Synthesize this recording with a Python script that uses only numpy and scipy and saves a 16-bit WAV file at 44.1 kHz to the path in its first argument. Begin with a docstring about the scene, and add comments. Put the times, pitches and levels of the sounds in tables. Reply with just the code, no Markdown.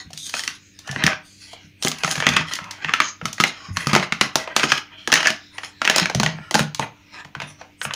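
"""Two hollow plastic building plates click, knock and scrape as hands lift, part and lay them on a table.
First a sheet slides aside. Edges and studs click as they hit, the plates knock and boom,
and plastic scrapes over plastic in tiny slips. Sleeves whisper and a small lively room answers
over a faint mains hum; the close microphone overloads on the hardest clicks."""
import sys
import numpy as np
from scipy import signal
from scipy.fft import rfft, irfft
from scipy.io import wavfile
from scipy.ndimage import uniform_filter1d

SR = 44100
rng = np.random.default_rng(int(sys.argv[2]) if len(sys.argv) > 2 else 0)


def dump(signal):
    """Clip the signal to [-1, 1] and save it as 16-bit WAV at the path in sys.argv[1]."""
    limited = np.clip(np.atleast_2d(signal).T, -1, 1)
    pcm = np.round(limited * 32767).astype(np.int16)
    wavfile.write(sys.argv[1], SR, pcm)


N = 350595
TIME = np.arange(N) / SR

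# borders of four bands, low to high, called body, clack, bite and sheen: (frequency [Hz])
# body, bite and sheen levels are always counted from the level of the clack band
BAND_EDGES = [380, 1050, 2800, 7400, 16000]
# edges and studs hitting: (time [s], level [dB], ringing pitch [Hz], body [dB], bite [dB])
CLICKS = [(0.104, -41, 740, 8, 8), (0.131, -33.5, 5740, -8, 11), (0.175, -29.5, 4580, -30, 15.5),
          (0.293, -29.5, 6420, -12, 10), (0.339, -19, 2550, -7.5, -5.5), (0.477, -17, 2750, -32, -0.5),
          (0.789, -36.5, 3570, -4, 14), (0.874, -32, 6040, 10, 9.5), (0.891, -26.5, 1750, -11, -23),
          (0.912, -28, 6340, -16, 7), (0.927, -31.5, 1740, 9, -4), (0.961, -20, 1880, -6, -14),
          (1.038, -11, 1840, -15, 1), (1.065, -9.5, 1810, -14, 0.5), (1.078, -15, 1700, -12, -22),
          (1.131, -22, 2360, -15, -17), (1.531, -37.5, 710, 5, 7), (1.825, -21, 6160, -3, 12),
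          (1.834, -23, 5350, -3, 16), (1.848, -17.5, 6900, 2, 9), (1.882, -17.5, 3450, 8, 28),
          (1.916, -21.5, 4490, -9.5, 3), (1.984, -34, 2250, -19, 13.5), (2.035, -16, 2210, -8, -4.5),
          (2.046, -14.5, 1310, -12, -4), (2.077, -20, 1770, -2, -8.5), (2.112, -18.5, 6200, -1, 17),
          (2.178, -25, 1670, -5, -3), (2.202, -17.5, 1810, -11, -7.5), (2.224, -17.5, 1730, -3.5, -13),
          (2.267, -7, 1977, -10, -5.5), (2.289, -14, 3430, -9, 4.5), (2.337, -22, 1920, -22, -3),
          (2.366, -8.5, 1830, -19, -8), (2.511, -29.5, 1270, -5.5, -6), (2.536, -20.5, 5840, -13, 10.5),
          (2.553, -25, 6100, -25, 9), (2.588, -25, 1320, -10, -19), (2.641, -35, 2150, -9, 1),
          (2.709, -28, 5500, -24, 6), (2.846, -17.5, 1880, -15.5, -13.5), (2.886, -23, 1890, -19, -25.5),
          (2.893, -17.5, 1204, -23, -17), (2.937, -9, 1322, -33, -11), (3.002, -7, 1230, -21, -9),
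          (3.018, -20, 2310, -23, -14), (3.213, -29, 1380, -4, -17), (3.255, -17.5, 1304, -10, 1),
          (3.282, -32.5, 2560, -7, -1), (3.329, -27, 5220, 1, 17), (3.381, -28, 1910, -10, -8),
          (3.401, -10.5, 1256, -17, -2), (3.409, -16, 1290, -38, 3), (3.438, -6, 2100, -12.5, -5.5),
          (3.77, -15.5, 1120, -16, -1.5), (3.87, -16, 1210, -3, 5), (3.932, -13, 1224, -4, 0),
          (3.941, -16.5, 1210, -1, -4), (3.951, -7.5, 2230, -13, -9), (3.962, -10, 866, 0, -1.5),
          (4.027, -20, 2120, -0.5, -8), (4.123, -13, 2190, -14, -7), (4.211, -7.5, 1985, -7.5, -0.5),
          (4.356, -9.5, 6800, 2.5, 6), (4.475, -25, 980, 1, -12.5), (4.564, -9, 6100, -2.5, 2.5),
          (4.596, -17, 2730, -14.5, -3), (4.633, -16.5, 1500, -2.5, -3), (4.638, -14.5, 3064, -9, -6),
          (4.701, -23.5, 6010, -24.5, -8), (4.719, -7.5, 2580, -14.5, -6.5), (5.075, -16.5, 1670, -1, 3),
          (5.101, -26, 1253, -8, -5), (5.119, -12.5, 3320, -14, -1), (5.126, -7, 2740, -9, -3.5),
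          (5.139, -4.5, 1840, -31, 3), (5.156, -12, 1747, -42, -5), (5.258, -12.5, 1776, -15.5, -14),
          (5.271, -7, 1740, -34, -2.5), (5.281, -13.5, 1750, -18, -11), (5.303, -16.5, 3060, -21, -2),
          (5.582, -24.5, 1933, -9.5, -7.5), (5.633, -27.5, 1840, -11.5, -12),
          (5.817, -14, 1370, -8.5, -7.5), (5.851, -15, 1922, -11, -4), (5.876, -7.5, 2590, -25, -12),
          (5.898, -8, 1750, -2.5, 2), (5.961, -11, 7400, 7.5, 11.5), (5.982, -11, 6700, 0, 6.5),
          (5.998, -13.5, 3600, -11, 0), (6.057, -14, 2290, -14.5, -8), (6.098, -19, 1600, 0, -4.5),
          (6.148, -16.5, 650, -9, 4.5), (6.199, -13.5, 4010, -1.5, 1.5), (6.232, -13.5, 1480, 4, 2),
          (6.262, -12.5, 1890, -8, -6.5), (6.384, -34, 1630, 4.5, -25), (6.51, -20, 2000, 7, 8.5),
          (6.543, -13, 1570, 1, 6.5), (6.548, -14, 800, 5.5, 4.5), (6.553, -9, 850, -2, 0),
          (6.593, -15.5, 1633, 17.5, 14), (6.747, -23.5, 3400, -12.5, 8), (6.795, -15, 902, 6.5, 2.5),
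          (7.247, -37.5, 1890, -7.5, -4), (7.35, -25.5, 1520, -5, -11), (7.401, -25, 1540, -11, -11.5),
          (7.418, -26, 2110, -1, -6), (7.612, -33.5, 756, -3.5, -10), (7.815, -21, 1530, -13, -4),
          (7.851, -21, 1400, -7, -18), (7.908, -23, 1510, -10.5, -20), (7.937, -21.5, 3050, -2, 9.5)]
# a hand pushes sheet, plate or fingers along: (start [s], length [s], level [dB], bite [dB], sheen [dB])
SLIDES = [(0, 0.015, -34.5, 1, -11), (0.185, 0.075, -34.5, 23, 19), (0.26, 0.14, -31.5, 11, 10),
          (0.355, 0.1, -26, 8, 4), (0.47, 0.035, -34, 2, -1), (0.544, 0.011, -35, 10, 0),
          (0.74, 0.13, -54, 4, -2), (0.873, 0.13, -34.5, -7, -9.5), (1.01, 0.11, -20.5, -13.5, -40.5),
          (1.254, 0.15, -44.5, 22, 19), (1.416, 0.13, -37.5, 11, 6), (1.558, 0.096, -45.5, 5.5, -25),
          (1.842, 0.031, -24.5, -0.5, -1), (1.98, 0.06, -32, -4, -10), (2.06, 0.14, -27, -2, -4),
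          (2.232, 0.18, -23.5, -9, -23), (2.481, 0.086, -32.5, -0.5, -6.5), (2.612, 0.22, -37, -19, -25),
          (2.826, 0.16, -31.5, -7.5, -33), (3.018, 0.061, -29.5, -1, -35), (3.245, 0.032, -37.5, 0, -6),
          (3.395, 0.02, -29.5, -3.5, -16), (3.455, 0.023, -28.5, 10, 2.5), (3.52, 0.18, -36.5, -8.5, -28),
          (3.741, 0.043, -40.5, -4, 19), (3.768, 0.15, -29.5, -2.5, -5.5), (3.906, 0.13, -26, -7, -19),
          (4.219, 0.043, -30, -8, -15.5), (4.369, 0.069, -30.5, -5, -10), (4.475, 0.051, -30, -22, -36),
          (4.581, 0.06, -18.5, -8, -14.5), (4.651, 0.13, -26, 2, -15.5), (4.919, 0.04, -39, -21, -36),
          (4.982, 0.14, -44.5, -3, -10), (5.149, 0.14, -17.5, -4, -21), (5.547, 0.037, -37.5, -8, -10.5),
          (5.645, 0.02, -29.5, 6, -3.5), (5.845, 0.11, -24, -5.5, -23), (5.981, 0.051, -19.5, 1, -40),
          (6.244, 0.08, -33.5, 1, -26), (6.353, 0.14, -42, -11.5, -21), (6.566, 0.047, -20, 0.5, -7),
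          (6.816, 0.014, -26, -28, -16), (6.974, 0.15, -51, -5, -27), (7.139, 0.063, -33, -3, -20),
          (7.415, 0.023, -33.5, -5, -24), (7.478, 0.03, -39.5, -4, -5), (7.6, 0.018, -42, -6, -25),
          (7.829, 0.025, -30, -13, 10), (7.87, 0.08, -38, -13.5, -13)]
# a harder click is brighter all the way up: its sheen at zero bite, and dB of sheen per dB of bite
CLICK_SHEEN_DB, SHEEN_SLOPE = -11.5, 1.38


def undb(db):
    """Turn decibels into a factor to multiply by."""
    return np.exp(np.asarray(db) * (np.log(10) / 20))


def rms(x):
    """The average strength of a signal (root mean square)."""
    return np.sqrt(np.mean(x ** 2) + 1e-20)


def level_start(sounds, head=SR // 200):
    """Scale each row to strength 1 over its first samples (5 ms unless given)."""
    return sounds / np.sqrt(np.mean(sounds[:, :head] ** 2, axis=1, keepdims=True))


def band(x, lo, hi):
    """Keep what lies between lo and hi Hz."""
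    return signal.sosfilt(signal.butter(4, [lo, hi], "band", fs=SR, output="sos"), x)


def resonate(x, hz, sharpness):
    """Let x ring at one pitch; the sharper, the longer it rings."""
    return signal.lfilter(*signal.iirpeak(hz, sharpness, fs=SR), x)


def colour(x, points, size=4096):
    """Shape the tone along (frequency [Hz], level [dB]) points."""
    hz, db = np.transpose(points)
    grid = np.maximum(np.fft.rfftfreq(size, 1 / SR), 1)
    gains = undb(np.interp(np.log(grid), np.log(hz), db))
    cepstrum = irfft(np.log(gains))
    cepstrum[1:size // 2] *= 2  # folded so that nothing sounds before its cause
    cepstrum[size // 2 + 1:] = 0
    response = irfft(np.exp(rfft(cepstrum)))
    shaped = signal.fftconvolve(np.atleast_2d(x), response[None], axes=1)
    return shaped[:, :x.shape[-1]].reshape(x.shape)


def fade(t, t60):
    """Die away, losing 60 dB in the fade time t60."""
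    return np.exp(-np.log(1000) * t / t60)


def wander(rate):
    """A smooth random drift of strength 1 that turns about rate times a second."""
    hold = int(SR / rate)
    steps = np.repeat(rng.standard_normal(N // hold + 1), hold)[:N]
    smooth = uniform_filter1d(steps, hold)
    return smooth / rms(smooth)


def place(times, sounds):
    """Lay each sound on the time line."""
    track = np.zeros(N + sounds.shape[1])
    for start, sound in zip(times, sounds):
        i = max(int(start * SR), 0)
        track[i:i + len(sound)] += sound
    return track[:N]


def background(waver_db=0.92, air_db=-56):
    """A faint, slightly wavering mains hum in the still air of the room."""
    # tones of the hum: (pitch [Hz], level [dB])
    hum_tones = [(97, -60.5), (194, -65.5), (295, -60.5)]
    # tone of the still air: (frequency [Hz], relative level [dB])
    air_tone = [(25, -18), (75, -8.5), (160, -9.5), (310, -12), (400, -18), (1000, -43), (2400, -16),
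                (5500, -39), (9000, -47), (15000, -39)]
    hum = sum(np.sqrt(2) * undb(db + waver_db * wander(2.1)) * np.sin(2 * np.pi * hz * TIME)
              for hz, db in hum_tones)
    air = colour(rng.standard_normal(N), air_tone)
    return hum + undb(air_db) * air / rms(air)


def hollows(x, depth_db, changes_per_s=9, count=26):
    """The hollows under moving hands and plates bring out narrow notes that come and go."""
    moments = np.arange(0, N / SR + 1, 1 / changes_per_s)
    gains = undb(depth_db * rng.standard_normal((200, count)))
    notes = np.zeros(N)
    for k, hz in enumerate(np.geomspace(600, 12000, count)):
        swell = np.interp(TIME, moments, gains[:len(moments), k])
        notes += (-1) ** k * resonate(x, hz, sharpness=count / 2) * swell
    return notes


def sleeves(db=-59):
    """Sleeves and skin whisper faintly as the arms move."""
    whisper = hollows(band(rng.standard_normal(N), 1400, 7600), depth_db=11)
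    whisper = signal.lfilter([1], [1, -.8], whisper)  # soften the treble
    return undb(db) * whisper / rms(whisper)


def room_response(tail_db=-1, build_s=0.016):
    """The room's answer to one tap: a few echoes, then a short tail whose top dies first."""
    # bands of the tail: (centre [Hz], fade time [s], level [dB])
    tail_bands = [(126, 0.25, -8), (410, 0.23, -7), (920, 0.3, -8.5), (2330, 0.29, -11.5),
                  (4800, 0.26, -11), (9200, 0.1, -16)]
    # first echoes off table and walls: (delay [s], level [dB])
    echoes = [(.0058, -18), (.0087, -19.5), (0.0128, -17)]
    t = np.arange(SR // 2) / SR
    hz, t60, db = np.transpose(tail_bands)
    edges = [40, *np.sqrt(hz[1:] * hz[:-1]), 17000]
    response = np.zeros(len(t))
    for lo, hi, decay, gain in zip(edges, edges[1:], t60, undb(db + tail_db)):
        noise = band(rng.standard_normal(len(t)), lo, hi)
        tail = noise * fade(t, decay) * (1 - np.exp(-(t / build_s) ** 2))
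        response += gain * tail * rms(noise) / np.sqrt(np.sum(tail ** 2))
    for delay, echo_db in echoes:
        response[int(delay * SR * (1 + rng.uniform(-1, 1) / 10))] += undb(echo_db)
    return response


def room(x):
    """The plates keep moving, so every half second the room answers a little differently."""
    hop = SR // 2
    padded = np.pad(x, (hop, 2 * hop))
    reverb = np.zeros(len(padded) + 2 * hop)
    for i in np.arange(0, N + hop, hop):
        piece = padded[i:i + 2 * hop] * signal.windows.cosine(2 * hop)
        answer = signal.fftconvolve(piece, room_response())
        reverb[i:i + len(answer)] += answer
    return x + reverb[hop:hop + N]


def air_gap(x, hz=1330, width_hz=99):
    """While one plate lies over the other, the air between them adds a hollow note."""
    # how strongly the gap rings: (time [s], level [dB])
    gap_levels = [(2.5, -13), (2.9, -16), (4.9, -3.5), (5.2, -33)]
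    strength = undb(np.interp(TIME, *np.transpose(gap_levels)))
    return x + resonate(x, hz, hz / width_hz) * strength


def jolts(above_db=-21, offset_db=-20, body_share=0.24, pitch_hz=274.4):
    """Each firm click jolts the whole plate; gives extra rows for knocks()."""
    return [(start, db + offset_db + body_share * body, pitch_hz)
            for start, db, _, body, _ in CLICKS if db > above_db]


def knocks(spread_octaves=0.51, detune=0.087, thud_t60=0.059, gain_db=-1):
    """A dull thud wakes the low notes near its pitch; the hands' weight shifts them a little."""
    # dull knocks of the plates, on the table or held in the hands: (time [s], level [dB], pitch [Hz])
    plate_knocks = [(0.059, -40, 112), (0.13, -45, 133), (0.896, -30.5, 142), (0.964, -31.5, 240),
                    (1.04, -17.5, 156), (1.644, -46, 115), (1.849, -21.5, 277), (2.046, -28.5, 187),
                    (2.176, -27.5, 157), (2.266, -23, 232), (2.301, -24.5, 145), (2.366, -35, 180),
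                    (2.392, -27.5, 162), (2.615, -38.5, 137), (2.848, -35, 165), (2.886, -41, 186),
                    (3.225, -32, 144), (3.25, -28.5, 206), (3.401, -22, 229), (3.685, -36, 148),
                    (3.703, -27, 96), (3.771, -31.5, 137), (3.869, -20.5, 227), (3.931, -17, 195),
                    (3.96, -18.5, 350), (3.992, -24.5, 180), (4.121, -28.5, 181), (4.212, -23, 276),
                    (4.356, -33, 306), (4.638, -24.5, 287), (5.078, -30.5, 327.5), (5.303, -34, 277),
                    (6.018, -21, 201), (6.153, -19, 159), (6.198, -20.5, 185), (6.233, -27.5, 207),
                    (6.258, -23.5, 166), (6.345, -34.5, 160), (6.393, -38, 162), (6.547, -19.5, 301),
                    (6.606, -19, 191), (6.795, -28, 173), (7.249, -45.5, 148), (7.365, -36.5, 151),
                    (7.43, -36.5, 164), (7.858, -34.5, 149)]
    # low notes of the plates and table top: (pitch [Hz], fade time [s], level [dB])
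    low_notes = [(66, .16, -5), (98.8, 0.51, -1.5), (127, 0.05, -41), (156.3, 0.25, 4), (187.3, 0.11, 5.5),
                 (225.5, 0.15, 1), (271, 0.043, 10.5), (349, 0.034, 15)]
    times, db, pitch = np.transpose([*plate_knocks, *jolts()])
    hz, t60, note_db = np.transpose(low_notes)
    t = np.arange(SR // 4) / SR
    nearness = np.exp(-.5 * (np.log2(hz / pitch[:, None]) / spread_octaves) ** 2)
    share = nearness * undb(note_db + rng.standard_normal(nearness.shape))
    shifted_hz = hz * (1 + detune * rng.standard_normal(nearness.shape))
    lifted = (times > 3.1) & (times < 5.95)
    shorten = np.where(lifted, 0.73, 1)[:, None]  # hands holding the plates cut the boom short
    boom = sum(share[:, [k]] * np.sin(2 * np.pi * shifted_hz[:, [k]] * t) * fade(t, t60[k] * shorten)
               for k in range(len(hz)))
    thud = np.sin(2 * np.pi * pitch[:, None] * t) * fade(t, thud_t60)
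    rise = 1 - fade(t, 0.025)
    sounds = level_start(band((boom + 2 * thud) * rise, 45, 670), head=SR // 50)
    return place(times, sounds * undb(db + gain_db)[:, None])


def plate(force, ring_db):
    """A touch is heard directly and through the notes at which the plate bends and rings."""
    # tone of the plastic contacts, with the recorder's uneven treble above 7 kHz:
    # (frequency [Hz], level [dB])
    heard_tone = [(250, -18.5), (450, -5), (900, -5.5), (1900, 1), (2800, -0.5), (4500, 3), (6700, -3.5),
                  (7800, -13.5), (10000, -12), (13000, -26.5), (15000, -15.5), (16000, -42)]
    # notes of the bending plate: (pitch [Hz], width [Hz], level [dB])
    plate_notes = [(641, 19, 8.5), (776, 88, -0.5), (896, 26, 2), (1035, 16, -26), (1210, 60, -23),
                   (1640, 36, -7), (1740, 100, -9), (3070, 290, -11), (5920, 930, -4.5)]
    direct = colour(force, heard_tone)
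    ring = sum(undb(db) * resonate(direct, hz, hz / width) for hz, width, db in plate_notes)
    return direct + undb(ring_db) * ring


def slide_curves(attack_t60=0.096, release_t60=0.13, grip_db=-62, grip_bite_db=7, grip_sheen_db=-19.5):
    """Level, bite and sheen in dB over time: slides swell, hold and fade; the loudest leads the tone."""
    t = TIME[::32]
    power = undb(2 * grip_db)  # between slides the gripping fingers still shift
    tone = power * np.array([[grip_bite_db], [grip_sheen_db]])
    for start, length, db, bite, sheen in SLIDES:
        early, late = np.maximum(start - t, 0), np.maximum(t - start - length, 0)
        push = (undb(db) * fade(early, attack_t60) * fade(late, release_t60)) ** 2
        power = power + push
        tone = tone + push * np.array([[bite], [sheen]])
    return [np.interp(TIME, t, curve) for curve in (10 * np.log10(power), *(tone / power))]


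def rubbing(slips_per_s=700, scatter_db=3, hiss_db=-2, flicker_db=3, body_db=-12, drag_db=-17, gain_db=-5):
    """Surfaces stick and slip: a light touch mostly hisses, a firm push adds dense uneven ticks."""
    db, bite, sheen = slide_curves()
    pressure = np.interp(db, [-41, -30], [.15, 1])
    sizes = undb(scatter_db * np.minimum(rng.exponential(size=N), 4)) * rng.choice([-1, 1], N)
    slips = sizes * (rng.random(N) < slips_per_s / SR)
    force = pressure * slips / rms(slips) + undb(hiss_db) * rng.standard_normal(N)
    force *= undb(flicker_db * pressure * wander(70))
    shell = plate(force, ring_db=-2)
    damped = pressure / 2  # firm contact quiets the hollows
    shell = damped * shell + (1 - damped) * hollows(shell, depth_db=7)
    weights = [undb(body_db), 1, undb(bite), undb(sheen)]
    bands = [band(shell, lo, hi) for lo, hi in zip(BAND_EDGES, BAND_EDGES[1:])]
    scrape = sum(weight * part / rms(part) for weight, part in zip(weights, bands))
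    drag = band(force, 110, 418)  # the hollow plate drums as it drags
    scrape += undb(drag_db) * drag / rms(drag)
    return scrape / np.sqrt(sum(weight ** 2 for weight in weights)) * undb(db + gain_db)


def catches(count=6, spacing_s=.033, above_db=-29.5, spread_db=2.5, body_db=-10.5, ring_hz=2086):
    """Studs catch at uneven moments during firm slides; gives extra rows like those of CLICKS."""
    rows = []
    for start, length, db, bite, sheen in SLIDES:
        bite = min(bite, (sheen - CLICK_SHEEN_DB) / SHEEN_SLOPE)  # no brighter than the slide
        draws = zip(rng.random(count), rng.standard_normal((count, 2)))
        for k, (when, (size, spot)) in enumerate(draws):
            after = (k + when) * spacing_s
            if after < length and db > above_db:
                pitch = ring_hz * 2 ** (.4 * spot)  # scattered by 0.4 octaves
                rows.append((start + after, db + spread_db * size, pitch, body_db, bite))
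    return rows


def clicks(crack_t60=0.0091, chatter_db=-8, buzz_t60=0.21, buzz_db=-21, ring_t60=0.026, ring_db=-3):
    """An edge or stud hits and shakes many short-lived notes; the spot decides which one stands out."""
    times, db, hz, body, bite = np.transpose([*CLICKS, *catches()])
    sheen = CLICK_SHEEN_DB + SHEEN_SLOPE * bite
    t = np.arange(SR // 10) / SR
    # the light plate chatters: it touches again a moment later
    since_bounce = t - rng.uniform(0.00105, 0.005, (len(times), 1))
    chatter = (since_bounce > 0) * fade(np.abs(since_bounce), crack_t60) * undb(chatter_db)
    # a touch below -20.5 dB only grazes: it starts softly and lasts longer
    graze = np.clip((-20.5 - db[:, None]) / 8.5, 0, 1)
    rise = 1 - graze * np.exp(-t / 0.0018)
    first_touch = rise * fade(t, crack_t60 * (1 + 0.45 * graze))
    buzz = undb(buzz_db) * fade(t, buzz_t60)
    shape = np.hypot(first_touch + buzz, chatter)
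    shell = plate(rng.standard_normal(shape.shape) * shape, ring_db=-4)
    weights = undb([body, np.zeros_like(body), bite, sheen])
    crack = level_start(sum(weight[:, None] * level_start(band(shell, lo, hi))
                            for weight, lo, hi in zip(weights, BAND_EDGES, BAND_EDGES[1:])))
    pitch = hz[:, None]
    note = np.sin(2 * np.pi * pitch * t) * (1 - np.exp(-2 * pitch * t))  # swells within one cycle
    lowness = np.minimum(1, 1800 / pitch)  # high notes take less of the blow and die sooner
    ring = level_start(rise * note * fade(t, ring_t60 * np.sqrt(lowness))) * undb(ring_db) * lowness
    return place(times, level_start(crack + ring) * undb(db + 0.02)[:, None])


def scene():
    """The plates sound in the room, over the sleeves and the hum."""
    handling = air_gap(clicks() + rubbing()) + knocks()
    return (room(handling) + sleeves() + background())[None]


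def record(dry):
    """The hardest clicks overload the microphone; the treble is cut steeply above 15500 Hz."""
    clipped = np.clip(dry, -1, 1)
    return signal.sosfilt(signal.ellip(8, .2, 70, 15500, fs=SR, output="sos"), clipped)


dry = scene()
out = record(dry)
dump(out)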